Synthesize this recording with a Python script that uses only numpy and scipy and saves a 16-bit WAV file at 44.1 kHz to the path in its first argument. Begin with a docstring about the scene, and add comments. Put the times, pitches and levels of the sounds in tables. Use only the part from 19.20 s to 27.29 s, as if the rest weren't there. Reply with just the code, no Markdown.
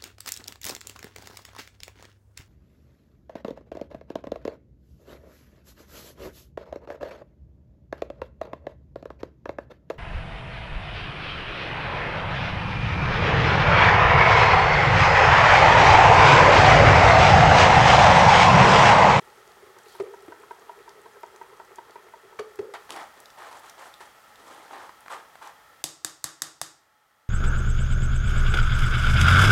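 """In a small kitchen, thick sauce is shaken out of a plastic blender jar into a wire strainer over a bowl.
The jar knocks and thumps: damped wall modes and a pumped air note; slosh and crackle are resonated noise and clicks.
A spatula rubs the sauce through the mesh in wet strokes, made of click trains under a pressure curve,
and is rapped five times on the rim, which rings in damped modes. A fan runs: coloured noise, duct modes and hum.
Diffuse echoes surround the near sounds; the recorder's gain control turns the level down at the raps."""
import sys
import numpy as np
from scipy import signal
from scipy.fft import rfft, irfft, next_fast_len
from scipy.io import wavfile
from scipy.ndimage import uniform_filter1d, minimum_filter1d

SR = 44100
rng = np.random.default_rng(int(sys.argv[2]) if len(sys.argv) > 2 else 0)


def file_out(sig):
    """Save sig as 16-bit WAV at sys.argv[1]."""
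    # one column per channel
    cols = np.atleast_2d(sig).T
    # limit, then scale
    lim = np.clip(cols, -1, 1)
    pcm = np.round(lim * 32767).astype(np.int16)
    wavfile.write(sys.argv[1], SR, pcm)


N = 356769
TIME = np.arange(N) / SR
# the spatula works the sauce between these times
STIR_START_S, STIR_END_S = 3.54, 6.33

# ring of the jar's wall: pitch_hz, level_db
JAR_MODES = [(400, -13.5), (640, -14.5), (938, -3), (1340, -18.5), (1550, -16.5), (1930, -23), (2200, -42)]
# the jar knocks once per shake: start_s, level_db
KNOCKS = [(.749, -39.5), (0.937, -38), (1.12, -30.5), (1.308, -30), (1.493, -32), (1.677, -38.5),
          (1.857, -37), (2.032, -29), (2.212, -31.5), (2.398, -33), (2.583, -29.5), (2.756, -34.5),
          (2.936, -37), (3.127, -43.5)]


def knocks():
    """Modal impact: each shake ends in a gritty contact and a short hollow ring of the jar's wall modes."""
    out, t = np.zeros(N), TIME[:SR // 20]
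    grit_spectrum = [(600, 6), (2100, 3.5), (3000, -5.0), (8000, -20.5)]  # (Hz, dB)
    for s, db in KNOCKS:
        ring = np.zeros(len(t))
        for hz, level in JAR_MODES:
            # every blow excites and tunes the modes slightly differently
            level_chance, pitch_chance, phase = rng.standard_normal(3)
            mode = np.sin(2 * np.pi * hz * (1 + 0.009 * pitch_chance) * t + phase)
            ring += from_db(level + 2.9 * level_chance) * mode
        ring = ring * choked(t, 0.016, rise=0.16, fall=0.45)
        grit = noise(grit_spectrum, size=len(t)) * choked(t, .012, rise=0.098, fall=0.99)
        add(out, s, from_db(db) * (ring + from_db(-16) * grit))
    return out


# soft blows on the jar: start_s, level_db, pitch_hz of the air note, length_s, rattle_db re level
THUMPS = [(0.017, -48, 400, 0.016, -16), (0.423, -43, 406, 0.025, -21), (0.797, -21.5, 404, 0.032, -12),
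          (1.079, -36, 332, 0.017, -7.5), (3.187, -27.5, 435, 0.044, -3),
          (3.388, -21.5, 410.5, 0.024, -13.5)]
# the jar is first rocked gently and evenly; its air is pumped at every turn
ROCK_START_S, ROCK_TURN_S, ROCK_DB = .073, .098, -49
# once it knocks, it swings back a little after each knock but the last
BACKSWING_S, BACKSWING_DB = 0.11, -48
# the soft thump of a turn
TURN_HZ, TURN_LENGTH_S, TURN_RATTLE_DB = 400, .021, -4


def jar_blows():
    """Sequence of excitations: the firm blows, and a soft one at each turn of the shaken jar."""
    rocking = [(ROCK_START_S + k * ROCK_TURN_S, ROCK_DB) for k in range(7)]
    backswings = [(s + BACKSWING_S, BACKSWING_DB) for s, _ in KNOCKS[:-1]]
    return THUMPS + [(s, db, TURN_HZ, TURN_LENGTH_S, TURN_RATTLE_DB) for s, db in rocking + backswings]


def thumps():
    """Cavity resonance: a soft blow rattles the jar and pumps its air, whose note sags and leaves a hollow ring."""
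    out, t = np.zeros(N), TIME[:SR // 4]
    # spectra (Hz, dB)
    hollow_spectrum = [(360, -24.5), (420, 1.5), (490, 1.5), (560, -12.5), (700, -21.5)]
    thud_spectrum = [(40, -21.5), (75, -8.0), (110, 8.5), (160, -13.5), (215, 4.5), (280, -7.5)]
    rattle_spectrum = [(350, -0.5), (520, 4.5), (650, 1.5), (900, -4.5), (1200, 0.5), (1550, -7.0),
                       (1950, -5.5), (2800, -16.0), (8000, -30.5)]
    for s, db, hz, length, rattle_db in jar_blows():
        # the pitch glides from 1.16 to 0.97 of the listed one
        phase = 2 * np.pi * np.cumsum(hz * (0.97 + 0.19 * np.exp(-t / 0.0042))) / SR
        note = 1.05 * np.sin(phase) * choked(t, length, rise=0.36, fall=0.31)
        hollow = noise(hollow_spectrum, size=len(t)) * np.exp(-t / 0.058) * np.minimum(t / length, 1)
        thud = noise(thud_spectrum, size=len(t)) * choked(t, 0.05, rise=0.11, fall=0.61)
        rattle = noise(rattle_spectrum, size=len(t)) * choked(t, length * 0.67, rise=0.19, fall=0.7)
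        blow = note + from_db(-14.0) * hollow + from_db(-26.5) * thud + from_db(rattle_db) * rattle
        add(out, s, from_db(db) * blow)
    return out


# slosh inside the jar: start_s, level_db
SLOSH = [(0, -66.5), (1.0, -58), (2.8, -60.5), (3.5, -61.5), (3.55, -90)]
# turns of the shaken jar, and the time of one of them
TURNS_PER_S, FULL_SWING_S = 10.95, 1.32
# sauce creeping from the jar crackles less and less as it empties; the level is that at 0 s
OOZE_DB, OOZE_FADE_DB_PER_S = -70.5, 6
# one big lump slides off: its middle, half its length, its swish and its crackle
LUMP_S, LUMP_HALF_S, LUMP_SWISH_DB, LUMP_CRACKLE_DB = 0.73, 0.081, -59.5, -66.5


def pouring():
    """Amplitude modulation: sauce sloshes and glugs with each turn, crackles creeping out, and a lump swishes off."""
    swing = 1 + .7 * np.cos(2 * np.pi * TURNS_PER_S * (TIME - FULL_SWING_S))
    slosh = rms_one(resonate(resonate(rng.standard_normal(N), 390, 53), 448, 120))
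    glugs = from_db(-3.5) * squelches(per_s=70, cycles=17)
    moving = gains(SLOSH)[0] * (slosh + glugs) * swing
    lump = np.exp(-((TIME - LUMP_S) / LUMP_HALF_S) ** 2)
    swish_spectrum = [(2500, -10), (4200, -2), (6000, -13.5), (14000, -16)]  # (Hz, dB)
    swish = from_db(LUMP_SWISH_DB) * noise(swish_spectrum) * lump
    ooze = from_db(OOZE_DB - OOZE_FADE_DB_PER_S * TIME) * (TIME < STIR_START_S)
    crackle = (ooze + from_db(LUMP_CRACKLE_DB) * lump) * wet_crackle(per_s=280, spread_db=3.5, cycles=5)
    return moving + crackle + swish


# spectrum of the wet fizz: pitch_hz, level_db
FIZZ = [(1500, -8), (3000, 8.5), (5000, 2.5), (8000, 3.5), (11500, -1.5), (13000, -9.5), (16000, -18)]


def wet_crackle(per_s, spread_db, cycles):
    """Impulsive excitation: tiny films of sauce snap, each at one of twelve pitches; rms 1."""
    return colour(pitched_clicks(grains(per_s, spread_db), np.geomspace(2500, 14000, 12), cycles), FIZZ)


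# spectrum of the rub on the mesh: pitch_hz, level_db
RUB = [(200, -32.5), (350, -10), (570, -8.5), (870, 1), (1060, -1.5), (1380, -5.5), (1950, -9),
       (2550, -16.5), (3300, -17.5), (5000, -25), (8000, -36.5)]


def squelches(per_s, cycles):
    """Bubble resonance: air pockets in the sauce pop with short low notes; rms 1."""
    return colour(pitched_clicks(grains(per_s, spread_db=1.5), np.geomspace(400, 2400, 14), cycles), RUB)


# a stroke bites, eases as the sauce gives way, and lets go
STROKE_ATTACK_S, STROKE_SAG_DB_PER_S, STROKE_RELEASE_DB_PER_S = 0.027, 21, 229


def pressure(start, length):
    """Force envelope of one stroke: a smooth rise, a slow sag, a quick release."""
    t = np.maximum(TIME - start, 0)
    rise = np.sin(np.pi / 2 * np.minimum(t / STROKE_ATTACK_S, 1)) ** 2
    return rise * from_db(-STROKE_SAG_DB_PER_S * t - STROKE_RELEASE_DB_PER_S * np.maximum(t - length, 0))


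# spectrum of the flexing basket: pitch_hz, level_db
PUSH = [(90, -24), (180, -9.5), (330, 1.5), (480, 2.5), (700, -2)]
# spatula strokes: start_s, length_s, rub_db on the mesh, push_db on the basket, fizz_db of the wet sauce
STROKES = [(3.685, .06, -41, -47.5, -51), (3.741, .078, -36, -54, -56.5), (3.956, .04, -54, -55.5, -67),
           (4.165, 0.12, -40, -68, -58), (4.296, 0.084, -45, -61, -57), (4.423, 0.06, -43, -62, -55.5),
           (4.567, .11, -41.5, -61.5, -55), (4.784, 0.067, -53, -64, -60.5), (5.177, 0.11, -53.5, -59, -62),
           (5.255, 0.23, -45.5, -56.5, -59), (5.491, .175, -41, -53, -58.5),
           (5.888, 0.055, -34.5, -57, -50.5), (5.95, 0.036, -43, -61, -66), (6.203, 0.058, -39, -59, -55)]
# between strokes the blade slides lightly through the sauce
STIR_RUB_DB, STIR_FIZZ_DB = -61, -72


def strokes():
    """Friction excitation: the blade skips over wires, flexes the basket and squeezes sauce and air through holes."""
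    # strokes that overlap add in power
    power = sum(np.outer(from_db(levels), pressure(s, length)) ** 2 for s, length, *levels in STROKES)
    rub, push, fizz = np.sqrt(power)
    stirring = during(STIR_START_S, STIR_END_S, fade=.03)
    rub = np.hypot(rub, from_db(STIR_RUB_DB) * stirring)
    fizz = np.hypot(fizz, from_db(STIR_FIZZ_DB) * stirring)
    grip = from_db(1.1 * drift(70))
    skips = from_db(-5.0) * colour(grains(per_s=2500, spread_db=2.5), RUB)
    wires = skips + from_db(-7.5) * squelches(per_s=260, cycles=18)
    basket = colour(grains(per_s=900, spread_db=3.5), PUSH)
    spit = wet_crackle(per_s=2800, spread_db=2.6, cycles=4)
    return grip * (rub * wires + push * basket + fizz * spit)


# spatula bumps and catches on the mesh: start_s, level_db, decay_s to 1/e, treble_db re level
BUMPS = [(3.538, -33.5, 0.012, -14), (3.548, -33, 0.014, -26), (3.6933, -34.5, 0.0014, -22),
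         (3.706, -27.5, 0.00065, 2), (3.72, -41, 0.008, 0.5), (3.762, -35, 0.0037, -6),
         (4.268, -39.5, .008, -15), (4.806, -42.5, 0.025, -11.5), (5.531, -41, .016, -22),
         (5.693, -39.5, 0.0053, -22), (5.861, -36.5, 0.0023, -25), (5.882, -36, 0.0028, -24),
         (6.155, -40, 0.0028, -15)]


def bumps():
    """Stick and release: the blade catches and lets go in a burst of the rub's spectrum, dying fast."""
    out, t = np.zeros(N), TIME[:SR // 6]
    for s, db, decay, treble_db in BUMPS:
        burst = noise(RUB, size=len(t)) + from_db(treble_db) * noise(FIZZ, size=len(t))
        add(out, s, from_db(db) * burst * np.exp(-t / decay))
    return out


# the larger sticky bubbles burst: start_s, level_db, pitch_hz
POPS = [(0.5865, -44, 5770), (0.6843, -45, 4360), (1.6924, -40, 4680), (2.031, -46, 4660),
        (2.161, -44, 6130), (2.5584, -42, 6300), (2.708, -46, 4440), (3.195, -34.5, 4380),
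        (3.357, -44, 8000), (4.0022, -38, 7700), (4.0573, -39.5, 3840), (4.1025, -42.5, 4200),
        (4.3273, -44, 3640), (4.395, -46, 11100), (4.4964, -34, 5900), (4.7398, -39, 3580),
        (5.1565, -42.5, 3510), (5.8062, -44.5, 10100), (6.2734, -40.5, 5840)]


def pops():
    """Bubble burst: a tick around the bubble's own pitch and a few rising cycles."""
    out, t = np.zeros(N), TIME[:SR // 40]
    for s, db, hz in POPS:
        chirp = np.sin(2 * np.pi * hz * t * (1 + 5 * t)) * np.exp(-t / 0.002)
        tick = rms_one(resonate(rng.standard_normal(len(t)), hz, 0.65 * hz)) * np.exp(-t / 0.0025)
        add(out, s, from_db(db) * (.5 * chirp + 0.55 * tick))
    return out


# tiny bubbles burst at random until the stirring ends; the level is that at 0 s
TICKS_PER_S, TICKS_DB, TICKS_FADE_DB_PER_S = 14, -71, 2.8


def ticks():
    """Random point process: tiny bubbles burst one by one, high, and fainter as the froth is used up."""
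    clicks, dealt = grains(TICKS_PER_S, spread_db=1.5), rng.integers(0, 6, N)
    pitches = np.geomspace(4000, 13000, 6)
    snaps = sum(resonate(clicks * (dealt == k), hz, 1500) for k, hz in enumerate(pitches))
    return from_db(TICKS_DB - TICKS_FADE_DB_PER_S * TIME) * rms_one(snaps) * (TIME < STIR_END_S)


# damped ring of rim and spatula, over the longer low swing of the handle: pitch_hz, width_hz, level_db
RIM_MODES = [(80, 29, -5), (150, 20, -0.5), (316, 39, 2), (673, 350, -3), (1200, 410, 4), (1820, 430, 1.5),
             (2850, 890, -7), (3700, 330, 0), (4730, 760, -1.5), (6650, 1250, 1), (8160, 1100, 1.5),
             (11230, 2400, -7)]
# spectrum of the short noise burst that smears the direct crack: pitch_hz, level_db
CRACK = [(100, -1), (8000, 1.5), (12000, 2), (16000, 4)]
# raps on the rim: start_s, level_db of the blow, clack_db added to the spatula's middle modes
RAPS = [(6.6402, 17, -8), (6.8472, 14, -2.5), (7.0414, 14.5, -1), (7.2197, 16.5, -2), (7.4145, 15, -2.5)]


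def raps():
    """Impulse response of damped modes: the clean crack, and the crack smeared by a short noise burst for the
    direct sound."""
    clean, chattering, t = np.zeros(N), np.zeros(N), TIME[:SR // 8]
    impulse = 1.0 * (t == 0)
    for s, db, clack_db in RAPS:
        crack = np.zeros(len(t))
        for k, (hz, width, level) in enumerate(RIM_MODES):
            # the spot that lands on the rim decides how much the middle modes speak
            gain = from_db(db + level + clack_db * (1000 < hz < 2500))
            crack += (-1) ** k * gain * resonate(impulse, hz, width)
        chatter = noise(CRACK, size=len(t)) * np.exp(-t / .0019)
        add(clean, s, from_db(3) * crack)
        add(chattering, s, signal.fftconvolve(crack, chatter / np.linalg.norm(chatter)))
    return clean, chattering


# spectrum of the fan's air: pitch_hz, level_db
AIR = [(18, -52.5), (30, -13.5), (71, -6.5), (252, -7), (374, -7.5), (461, -2), (844, 0), (1160, -7.5),
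       (1320, 2.5), (1460, -9.5), (1860, 0), (2230, -9), (3310, -11.5), (14000, -19), (16000, -23)]
# level of the fan's air over time: start_s, level_db
AIR_LEVEL = [(0, -57), (3.5, -59), (3.6, -56), (6.5, -58.5), (8.09, -58)]
# duct resonances: pitch_hz, width_hz, level_db
FAN_MODES = [(845, 28, -65), (1084, 89, -68), (1309, 120, -60.5), (1815, 230, -66.5), (3266, 65, -73.5)]
# mains hum: pitch_hz, level_db
HUM = [(60, -81), (120, -80)]


def background():
    """Broadband flow noise with duct resonances, mains hum and, from 3.54 s, a thin wavering whine."""
    air = gains(AIR_LEVEL)[0] * noise(AIR)
    duct = sum(from_db(db) * rms_one(resonate(rng.standard_normal(N), hz, width)) for hz, width, db in FAN_MODES)
    hum = sum(from_db(db) * np.sin(2 * np.pi * hz * TIME) for hz, db in HUM)
    whine_hz = np.interp(TIME, [3.54, 8], [14580, 14200]) + 60 * drift(9) + 170 * drift(900)
    whine = from_db(-72.5) * (TIME > 3.54) * np.sin(2 * np.pi * np.cumsum(whine_hz) / SR)
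    return air + duct + hum + whine


# reverberation of the room: pitch_hz, t60_s, echo_db
KITCHEN = [(151.4, 0.65, -14), (400, 0.53, -9), (1000, 0.42, -9.5), (2500, 0.4, -10), (6020, 0.4, -8),
           (8970, 0.33, -13), (14000, 0.18, -10.5)]


def kitchen(x):
    """Diffuse reverberation: echoes arrive a few milliseconds late and die band by band."""
    t, response = TIME[:SR // 2], 0
    hz, t60, echo_db = np.transpose(KITCHEN)
    edges = 60 * 2 ** np.arange(0, 8.5, 2 / 3)  # bands of two thirds of an octave
    for low, high in zip(edges, edges[1:]):
        centre = np.log(low * high) / 2
        band_filter = signal.butter(2, [low, high], "band", fs=SR, output="sos")
        band = signal.sosfilt(band_filter, rng.standard_normal(len(t)))
        tail = band * from_db(-60 * t / np.interp(centre, np.log(hz), t60)) * (t > .005)
        # energy in proportion to bandwidth
        even = np.sqrt(2 * (high - low) / SR / np.sum(tail ** 2))
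        response = response + tail * from_db(np.interp(centre, np.log(hz), echo_db)) * even
    return signal.fftconvolve(x, response)[:N]


def from_db(db):
    """Logarithmic level: decibels to gain."""
    return 10 ** (np.asarray(db) / 20)


def rms_one(x):
    """Power normalisation: scale to rms 1."""
    return x / np.sqrt(np.mean(x ** 2) + 1e-20)


def gains(rows):
    """Level interpolation: one gain curve per dB column, practically silent outside the rows."""
    s, *columns = np.transpose(rows)
    return [from_db(np.interp(TIME, s, c, left=-150, right=-150)) for c in columns]


def colour(x, spectrum):
    """Spectral shaping: filter by a spectrum that falls 20 dB per octave beyond its ends; rms 1."""
    hz, db = np.transpose(spectrum)
    size = next_fast_len(len(x))
    octave = np.log2(np.fft.rfftfreq(size, 1 / SR) + 1)
    beyond = np.abs(octave - np.clip(octave, np.log2(hz[0]), np.log2(hz[-1])))
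    shape = from_db(np.interp(octave, np.log2(hz), db) - 20 * beyond)
    return rms_one(irfft(rfft(x, size) * shape, size)[:len(x)])


def noise(spectrum, size=N):
    """Filtered white noise, rms 1."""
    return colour(rng.standard_normal(size), spectrum)


def drift(rate):
    """Slow random modulation of rms 1, with rate knots per second."""
    knots = rng.standard_normal(int(N / SR * rate) + 2)
    return rms_one(np.interp(TIME * rate, np.arange(len(knots)), knots))


def resonate(x, hz, width_hz):
    """Damped oscillator: one two-pole resonance with gain 1 on top."""
    r = np.exp(-np.pi * width_hz / SR)
    zeros = np.array([1, 0, -1]) * (1 - r * r) / 2
    poles = [1, -2 * r * np.cos(2 * np.pi * hz / SR), r * r]
    return signal.lfilter(zeros, poles, x + 1e-18)


def grains(per_s, spread_db):
    """Random impulse train: clicks of very uneven size and either sign."""
    sizes = from_db(spread_db * np.minimum(rng.exponential(1, N), 4))
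    return (rng.random(N) < per_s / SR) * sizes * rng.choice([-1, 1], N)


def pitched_clicks(clicks, pitches, cycles):
    """Resonator bank: each click is dealt to one pitch; width is the pitch over cycles."""
    dealt = rng.integers(0, len(pitches), N)
    return sum(resonate(clicks * (dealt == k), hz, hz / cycles) for k, hz in enumerate(pitches))


def add(out, s, sound):
    """Superposition: mix a sound in at time s."""
    at = int(s * SR)
    out[at:at + len(sound)] += sound[:N - at]


def choked(t, length, rise, fall):
    """Damped envelope: swells, sags, then is stopped by hand and sauce; rise and fall are shares of length."""
    u = t / length
    swell = np.sin(np.pi / 2 * np.clip(u / rise, 0, 1)) ** 2
    return swell * np.clip((1 - u) / fall, 0, 1) * np.exp(-.4 * u)


def during(start, end, fade):
    """Gating: 1 between two times, with a short fade inside each end."""
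    return np.clip(np.minimum(TIME - start, end - TIME) / fade, 0, 1)


def scene():
    """Superposition of direct sound, room echoes and background."""
    near = thumps() + knocks() + pouring() + strokes() + bumps() + pops() + ticks()
    clean_raps, chattering_raps = raps()
    return (near + chattering_raps + kitchen(near + clean_raps) + background())[None]


def gain_control(x, threshold_db, release_db_per_s):
    """Dynamic range limiting: the gain dives just ahead of a loud sound and creeps back."""
    level_db = 10 * np.log10(np.abs(uniform_filter1d(x[0] ** 2, SR // 200)) + 1e-12)
    over = np.maximum(level_db - threshold_db, 0)
    # the largest excess is held and released at a steady rate
    held = np.maximum.accumulate(over + release_db_per_s * TIME) - release_db_per_s * TIME
    return x * from_db(uniform_filter1d(minimum_filter1d(-held, SR // 40), SR // 200))


CUTOFF_HZ = 16000


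def record(dry):
    """Gain control, then band limiting by a steep elliptic low-pass."""
    levelled = gain_control(dry, threshold_db=-23.0, release_db_per_s=0.2)
    low_pass = signal.ellip(10, .1, 80, CUTOFF_HZ, fs=SR, output="sos")
    return signal.sosfilt(low_pass, levelled)


dry = scene()
out = record(dry)
file_out(out)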